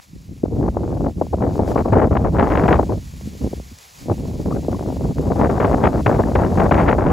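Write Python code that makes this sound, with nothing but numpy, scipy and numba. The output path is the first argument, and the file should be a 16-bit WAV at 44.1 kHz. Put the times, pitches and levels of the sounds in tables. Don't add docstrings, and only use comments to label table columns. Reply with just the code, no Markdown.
import sys
import numpy as np
from scipy import signal
from scipy.fft import rfft, irfft
from scipy.io import wavfile
from scipy.ndimage import uniform_filter1d, minimum_filter1d
from numba import njit

SR = 44100
rng = np.random.default_rng(int(sys.argv[2]) if len(sys.argv) > 2 else 0)


def output_pcm(signal):
    pcm = np.clip(np.atleast_2d(signal).T, -1, 1) * 32767
    wavfile.write(sys.argv[1], SR, np.round(pcm).astype(np.int16))


N = 313992
TIME, BINS = np.arange(N) / SR, np.fft.rfftfreq(N, 1 / SR)

# time_s, level_db
GRASS_BED = [(0.0, -59), (1.3, -56), (1.8, -53), (2.15, -56), (2.6, -51.5), (3.3, -50), (4.6, -51),
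             (6.65, -50), (7.1, -54.5)]
# time_s, half_length_s, level_db
CARCASS_SWISHES = [(0.03, 0.03, -53.5), (1.553, 0.04, -52.5), (1.703, 0.038, -47), (3.28, .025, -51),
                   (4.005, 0.06, -49.5)]
# frequency_hz, relative_db
GRASS_TONE = [(150, -11), (500, 3.5), (900, 4), (1600, 1.5), (2400, 1.5), (3100, -0.5), (4700, 2),
              (6100, 0.5), (6650, 2.5), (7400, -0.5), (9000, -2.5), (11000, -3.5), (13500, -5), (15500, -9)]
# frequency_hz, correlation
GRASS_LIKENESS = [(300, 0.039), (900, -0.066), (1500, -0.6), (2300, 1), (7000, 1), (15000, 1)]
# frequency_hz, phase_rad
GRASS_PORT_PHASE = [(7400, 0), (9000, 3.14), (11200, 6.28), (13200, 9.42), (15000, 12.57)]

# time_s, roar_db, rumble_db
WIND_BED = [(0.05, -69, -63), (.1, -51, -45), (.41, -44, -40), (.48, -28, -25.5), (.95, -26, -26),
            (1.28, -31, -28.5), (1.45, -24.5, -27.5), (2.3, -21, -18.5), (2.46, -17.5, -21.5),
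            (2.78, -19.5, -20), (3.06, -46.5, -33), (3.522, -35, -38.5), (3.72, -51, -41.5),
            (3.82, -80, -62), (3.96, -60, -54), (4.07, -31, -36), (4.22, -28.5, -27.5), (5.2, -26.5, -24.5),
            (5.44, -18.5, -21), (6.48, -22, -22), (7.11, -17.5, -17.5)]
# frequency_hz, relative_db
RUMBLE_TONE = [(12, -49), (25, -39), (35, -14.5), (48, -7), (66, -2.5), (90, -3.5), (125, -8), (170, -10),
               (280, -18), (600, -106)]
# time_s, half_length_s, level_db, pitch_hz
EDDY_THUMPS = [(0.699, 0.015, -13.5, 68), (0.776, 0.014, -20.5, 80), (1.35, 0.018, -20.5, 75),
               (1.474, 0.021, -20, 89.9), (1.622, .02, -17.5, 93), (1.945, 0.02, -16, 100.4),
               (2.045, .016, -17, 75), (2.338, .01, -16.5, 149.8), (2.64, 0.0057, -10.5, 220.4),
               (2.759, 0.018, -11.5, 70.1), (2.94, .02, -21, 100), (3.45, 0.028, -23, 64.8),
               (3.585, 0.027, -26, 65), (3.738, .018, -39, 85), (4.115, 0.015, -13.5, 102),
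               (5.207, .016, -19, 85.2), (5.654, .018, -17, 89.8), (5.693, .014, -19, 84),
               (5.868, 0.014, -19, 100), (6.02, .016, -19.5, 70), (6.075, 0.016, -15, 115),
               (6.172, 0.011, -17.5, 140), (6.21, 0.017, -17.5, 90.2), (6.387, .016, -17.5, 58),
               (6.655, .016, -21, 55)]
# time_s, half_length_s, level_db, pitch_hz
RIM_NOTES = [(1.763, .005, -23, 1130), (1.857, .005, -28, 1080), (2.731, .003, -22, 1800),
             (4.512, .004, -33, 1100), (4.527, .003, -27.5, 1200), (4.571, .003, -42, 1420),
             (4.749, 0.0046, -33, 960), (5.875, .004, -23, 1350), (6.066, .0022, -21, 1700),
             (6.064, .002, -26.5, 2750), (6.238, .0025, -30, 1680)]
# start_s, length_s, level_db, corner_hz
WIND_GUSTS = [(0.126, .04, -40, 190), (0.28, 0.048, -33.5, 220), (.355, .012, -41, 230),
              (.514, .02, -20, 370), (0.56, 0.082, -20.5, 403), (0.625, 0.058, -20, 660),
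              (0.8, 0.041, -26, 380), (0.875, 0.038, -27, 644), (0.997, 0.09, -20, 536),
              (1.158, .03, -30, 480), (1.365, 0.034, -28, 560), (1.404, 0.077, -20.5, 614),
              (1.59, 0.041, -21, 645), (1.673, 0.038, -22, 846), (1.775, 0.042, -19, 970),
              (1.924, .13, -15.5, 890), (2.107, 0.023, -16.5, 775), (2.153, 0.017, -17, 1040),
              (2.381, 0.058, -15.5, 1060), (2.502, 0.16, -21.5, 1430), (2.683, 0.073, -16, 1100),
              (2.888, 0.052, -22.5, 570), (2.962, 0.021, -26.5, 340), (3.128, .012, -38, 200),
              (3.234, 0.041, -31.5, 190), (3.408, 0.064, -24, 390), (3.564, 0.039, -32.5, 270),
              (4.08, 0.044, -21, 596), (4.453, 0.13, -22, 474), (4.681, 0.053, -25, 520),
              (5.002, 0.11, -25, 440), (5.173, 0.032, -19.5, 380), (5.253, 0.03, -22.5, 580),
              (5.301, 0.02, -16.5, 646), (5.391, 0.071, -17, 1014), (5.596, 0.068, -19.5, 1210),
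              (5.71, 0.028, -16.5, 900), (5.835, 0.038, -15, 1230), (6.07, 0.079, -18, 950),
              (6.351, 0.11, -20, 910), (6.57, 0.098, -18, 1040), (6.711, 0.11, -17.5, 1230),
              (6.828, 0.089, -18, 1230), (7.06, 0.027, -18.5, 1050)]
# time_s, half_length_s, depth_db
WIND_LULLS = [(0.473, .006, 8), (0.499, 0.012, 7), (0.71, 0.022, 5.5), (1.137, 0.019, 14), (1.29, .028, 7),
              (1.832, 0.01, 7.5), (1.913, .009, 4), (2.097, 0.0093, 6), (2.144, .006, 5),
              (2.313, 0.017, 5.5), (2.492, .01, 3), (2.567, .005, 5), (2.674, .006, 6), (2.857, .016, 4),
              (3.105, 0.018, 3), (3.357, 0.026, 2), (4.16, 0.025, 5.5), (4.375, .014, 3),
              (4.437, 0.0098, 5.5), (4.613, 0.022, 6), (4.674, .008, 3), (4.775, .012, 5),
              (4.95, .012, 4.5), (4.986, .012, 6), (5.144, 0.015, 13), (5.345, .022, 4), (5.486, .008, 7),
              (5.593, .006, 6), (5.787, 0.027, 3), (5.91, 0.024, 4), (6.034, 0.021, 12.5),
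              (6.233, 0.018, 3), (6.33, 0.012, 4), (6.703, 0.0048, 7), (6.965, 0.011, 5.5)]
# start_s, length_s, level_db, centre_hz, width_hz
EDDY_SLAPS = [(0.433, 0.009, -11, 290, 330), (0.45, .012, -24.5, 230, 740), (.479, .006, -26, 200, 480),
              (0.679, 0.009, -18, 330, 880), (0.767, 0.0055, -13.5, 430, 704),
              (1.062, 0.0072, -18, 200, 980), (1.212, 0.012, -13.5, 494, 540),
              (1.266, 0.0027, -28.5, 450, 650), (1.33, 0.018, -17, 490, 583),
              (1.419, .007, -17.5, 100, 1150), (1.554, .003, -25, 700, 700), (1.592, .018, -16, 252, 530),
              (1.757, 0.01, -11.5, 280, 816), (1.775, 0.005, -21, 300, 1490),
              (1.848, 0.019, -20.5, 400, 700), (1.923, 0.025, -13, 100, 1200),
              (1.956, 0.017, -9.5, 250, 800), (2.015, .028, -17, 150, 900), (2.151, .006, -15, 100, 1250),
              (2.167, 0.007, -17, 100, 1860), (2.244, 0.024, -18, 382, 970),
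              (2.384, 0.005, -15.5, 200, 1500), (2.394, .004, -12.5, 200, 1850),
              (2.426, 0.0047, -12, 100, 1500), (2.501, .003, -23, 300, 2200), (2.519, .004, -17, 200, 1900),
              (2.552, .005, -14, 200, 1800), (2.572, .005, -17, 400, 2000), (2.679, .01, -17, 600, 1800),
              (2.713, 0.024, -11.5, 220, 1160), (2.7255, 0.005, -11, 700, 2150),
              (2.789, 0.0099, -9, 540, 700), (2.828, .008, -20, 400, 950), (3.21, 0.0028, -34.5, 300, 750),
              (3.332, 0.0047, -40.5, 350, 450), (3.441, 0.0062, -15, 100, 493),
              (3.53, 0.0076, -20.5, 290, 500), (3.598, .004, -29, 250, 650),
              (3.712, 0.021, -40.5, 170, 260), (4.097, .005, -17, 550, 680), (4.112, .011, -20, 100, 900),
              (4.458, .004, -18.5, 300, 750), (4.507, .01, -23, 200, 900), (4.56, 0.0082, -20.5, 100, 890),
              (4.647, 0.0028, -22, 300, 600), (4.682, 0.0076, -15, 430, 390),
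              (4.728, 0.0028, -20, 524, 900), (4.792, 0.0023, -22.5, 600, 750),
              (4.809, .003, -27, 600, 600), (4.825, .003, -26, 600, 600), (4.923, 0.0067, -23.5, 400, 600),
              (4.964, 0.0064, -29, 600, 600), (5.008, 0.0034, -19.5, 398, 546),
              (5.046, 0.0094, -23.5, 397, 680), (5.183, 0.0019, -21.5, 100, 1450),
              (5.306, .008, -15, 380, 550), (5.318, 0.0027, -17, 398, 1120),
              (5.496, 0.0066, -16.5, 190, 1350), (5.6, 0.0078, -15.5, 100, 1650),
              (5.644, 0.0098, -11.5, 100, 1500), (5.742, 0.0054, -12, 300, 1200),
              (5.868, 0.0078, -14, 100, 1640), (6.061, 0.008, -8.5, 200, 1950),
              (6.189, 0.024, -13, 350, 850), (6.234, 0.0053, -24, 500, 1300), (6.317, .004, -21, 400, 1000),
              (6.353, 0.01, -13, 100, 1770), (6.418, 0.0047, -14, 100, 1100),
              (6.597, 0.01, -16.5, 100, 1900), (6.71, 0.016, -8.5, 100, 1640),
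              (6.742, 0.0036, -17, 100, 2300), (6.781, 0.018, -15, 100, 1500),
              (6.880, 0.023, -15, 100, 1920), (6.927, 0.0055, -7, 430, 1370), (6.984, .006, -13, 200, 940),
              (7.02, 0.0039, -17, 200, 1350), (7.064, .005, -17, 100, 1700)]
# frequency_hz, gain_db
PORT_TONE = [(300, 0), (500, -0.33), (790, 0.86), (1200, -1.5), (1650, 0), (2300, 2), (4000, 1.5)]
# frequency_hz, correlation
WIND_LIKENESS = [(30, .99), (60, .975), (100, .93), (180, .8), (330, .85), (550, .85), (950, .78),
                 (1500, .72), (2000, .97), (2500, .99)]
# frequency_hz, left_minus_right_db
WIND_LEAN = [(250, 0), (330, .5), (490, 2.6), (750, 4.8), (1150, 6), (1600, 4.5), (2100, 1.2), (2700, .3)]
# frequency_hz, phase_rad
WIND_PORT_PHASE = [(100, 0.034), (430, 0.066), (1100, 0)]


def amp(db):
    return 10 ** (np.asarray(db) / 20)


def unit(x):
    return x / np.sqrt(np.mean(x ** 2) + 1e-20)


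def curve(points):
    hz, value = np.transpose(points)
    return np.interp(np.log(BINS + 1), np.log(hz + 1), value)


def equalised(x, tone):
    return irfft(rfft(x) * amp(curve(tone)), N)


def steadied(x, span_s):
    power = uniform_filter1d(x[0] ** 2, int(span_s * SR))
    power = uniform_filter1d(power, int(span_s * SR / 2))
    return x / np.sqrt(abs(power) + 1e-20)


def flutter(rate_hz):
    return unit(irfft(rfft(rng.standard_normal(N)) / (1 + (BINS / rate_hz) ** 4), N))


def bell(time_s, half_length_s):
    return np.exp(-((TIME - time_s) / half_length_s) ** 2)


def ports(pair, likeness, phase, balance_db=0):
    common, differing = rfft(pair)
    correlation = np.clip(curve(likeness), -1, 1)
    mid = common * np.sqrt((1 + correlation) / 2)
    side = differing * np.sqrt((1 - correlation) / 2)
    lean = amp(balance_db / 2) * np.exp(1j * curve(phase) / 2)
    return irfft(np.array([(mid + side) * lean, (mid - side) / lean]), N)


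def grass(hiss_db=3, tick_db=-11, ticks_per_s=330, tick_decay_s=0.00023, spread_db=4.5, wobble_db=0.6):
    hiss = rng.standard_normal((2, N)) * amp(wobble_db * flutter(rate_hz=40))
    hiss = unit(equalised(hiss, GRASS_TONE))
    snapping = rng.random((2, N)) < ticks_per_s / SR
    snaps = snapping * amp(spread_db * np.minimum(rng.exponential(1, (2, N)), 5.5))
    tails = signal.lfilter([1], [1, -np.exp(-1 / (tick_decay_s * SR))], snaps)
    ticks = unit(equalised(tails * rng.standard_normal((2, N)), GRASS_TONE))
    bed_db = np.interp(TIME, *np.transpose(GRASS_BED)) + wobble_db * flutter(rate_hz=9)
    swish_power = sum((amp(db) * bell(time_s, half_s)) ** 2 for time_s, half_s, db in CARCASS_SWISHES)
    return (amp(hiss_db) * hiss + amp(tick_db) * ticks) * np.sqrt(amp(bed_db) ** 2 + swish_power)


def rumble(gust_db, gust_share=0.37, lump_hz=11, lump_db=1.35):
    time_s, _, bed_db = np.transpose(WIND_BED)
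    pressure = unit(equalised(rng.standard_normal((2, N)), RUMBLE_TONE))
    level_db = np.interp(TIME, time_s, bed_db) + gust_share * gust_db + lump_db * flutter(lump_hz)
    return steadied(pressure, span_s=0.1) * amp(level_db)


def thumps(trim_db=-1, sag=0.15):
    out = np.zeros(N)
    for time_s, half_s, level_db, pitch_hz in EDDY_THUMPS:
        sagging_hz = pitch_hz * (1 - sag * np.tanh((TIME - time_s) / half_s))
        cycles = np.cumsum(sagging_hz) / SR + rng.random()
        out += amp(level_db + trim_db) * bell(time_s, half_s) * np.sqrt(2) * np.cos(2 * np.pi * cycles)
    return out


def rim_notes(waver=0.0497, waver_hz=200, lean_db=4):
    out = np.zeros(N)
    wavering_time = np.cumsum(1 + waver * flutter(waver_hz)) / SR
    for time_s, half_s, level_db, pitch_hz in RIM_NOTES:
        tone = np.sqrt(2) * np.sin(2 * np.pi * pitch_hz * wavering_time)
        out += amp(level_db) * bell(time_s, half_s) * tone
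    return out * amp([[lean_db / 2], [-lean_db / 2]])


def airflow(still_hz=153, rise_hz=612, brightening=0.75, attack_s=0.0039, release_s=0.01, dulling=0.54):
    time_s, roar_db, _ = np.transpose(WIND_BED)
    bed_db = np.interp(TIME, time_s, roar_db)
    bed_hz = still_hz + rise_hz * amp(brightening * (bed_db + 20))
    power = amp(bed_db) ** 2
    weighted_hz = power * bed_hz
    for start_s, length_s, peak_db, gust_hz in WIND_GUSTS:
        attack = np.clip((TIME - start_s) / attack_s, 0, 1)
        release = np.exp(-np.clip((TIME - start_s - length_s) / release_s, 0, 20))
        gust_power = (amp(peak_db) * attack * release) ** 2
        power += gust_power
        weighted_hz += gust_power * gust_hz
    lull_db = sum(depth_db * bell(time_s, half_s) for time_s, half_s, depth_db in WIND_LULLS)
    level_db = 10 * np.log10(power) - lull_db
    base_corner_hz = weighted_hz / power * amp(-dulling * lull_db)
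    return level_db, base_corner_hz, level_db - bed_db


@njit
def churn(noise, corner_hz, damping=2.07):
    step = np.minimum(2 * np.pi * corner_hz / SR, 1)
    out = np.empty_like(noise)
    for row in range(2):
        low, band = np.zeros(3), np.zeros(3)
        for i in range(len(step)):
            value = noise[row, i]
            for k in range(3):
                band[k] = (band[k] + step[i] * (value - low[k])) / (1 + step[i] * damping)
                low[k] += step[i] * band[k]
                value = low[k]
            out[row, i] = value
    return out


def stall(depth_db=7, half_length_s=0.0027, lead_s=0.006):
    dips_s = np.transpose(EDDY_SLAPS)[0] - lead_s
    nearest = np.rint(np.interp(TIME, dips_s, np.arange(len(dips_s)))).astype(int)
    return -depth_db * bell(dips_s[nearest], half_length_s)


def roar(level_db, base_corner_hz, top_surge=2.2, push_db=0.96, bright_db=1.9, trim_db=0.46):
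    haste = np.clip((base_corner_hz - 500) / 450, 0, 1)
    surge = np.sqrt(1 - haste) * flutter(rate_hz=210) + np.sqrt(haste) * flutter(rate_hz=330)
    surge = top_surge * np.tanh(surge / top_surge)
    corner_hz = 1.416 * base_corner_hz * amp(bright_db * surge)
    pressure = churn(rng.standard_normal((2, N)) * amp(push_db * surge), corner_hz)
    low_cut = signal.butter(2, 130, "high", fs=SR, output="sos")
    pressure = signal.sosfilt(low_cut, pressure)
    weakness = np.clip((-20 - level_db) / 12, 0, 1)
    sway_db = (1.16 + 2.2 * weakness) * flutter(rate_hz=26)
    return steadied(pressure, span_s=0.023) * amp(level_db + sway_db + stall() + trim_db)


def slaps(attack_s=0.0013, steepness=5.3, low_cut_hz=130, trim_db=0.17, size=4096):
    out = np.zeros((2, N + size))
    t, hz = np.arange(size) / SR, np.fft.rfftfreq(size, 1 / SR)
    low_cut = hz ** 2 / np.hypot(hz ** 2, low_cut_hz ** 2)
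    attack = np.sin(np.pi / 2 * np.minimum(t / attack_s, 1)) ** 2
    for start_s, length_s, level_db, centre_hz, width_hz in EDDY_SLAPS:
        hump = low_cut * (1 + ((hz - centre_hz) / width_hz) ** 2) ** (-steepness / 2)
        hold_s, release_s = 0.782 * length_s, min(0.00082 + 0.33 * length_s, 0.0042)
        envelope = attack / np.cosh(np.clip((t - hold_s) / release_s, 0, 20))
        slap = rng.standard_normal((2, size)) * envelope
        for _ in range(3):
            slap = irfft(hump * np.exp(1j * np.angle(rfft(slap)))) * envelope
        slap /= np.sqrt((slap ** 2).sum(1, keepdims=True) / (length_s * SR))
        start = int(start_s * SR)
        out[:, start:start + size] += amp(level_db + trim_db) * slap
    return out[:, :N]


def scene():
    level_db, base_corner_hz, gust_db = airflow()
    air = equalised(roar(level_db, base_corner_hz) + rumble(gust_db) + slaps(), PORT_TONE)
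    wind = ports(air, WIND_LIKENESS, WIND_PORT_PHASE, balance_db=curve(WIND_LEAN))
    return wind + rim_notes() + thumps() + ports(grass(), GRASS_LIKENESS, GRASS_PORT_PHASE)


def record(dry, ceiling=0.97, high_cut_hz=15800):
    safe_gain = np.minimum(1, ceiling / (abs(dry).max(0) + 1e-9))
    limited = dry * uniform_filter1d(minimum_filter1d(safe_gain, size=300), size=300)
    high_cut = signal.firwin(511, high_cut_hz, window=("kaiser", 9), fs=SR)
    return signal.oaconvolve(limited, high_cut[None], "same")


dry = scene()
out = record(dry)
output_pcm(out)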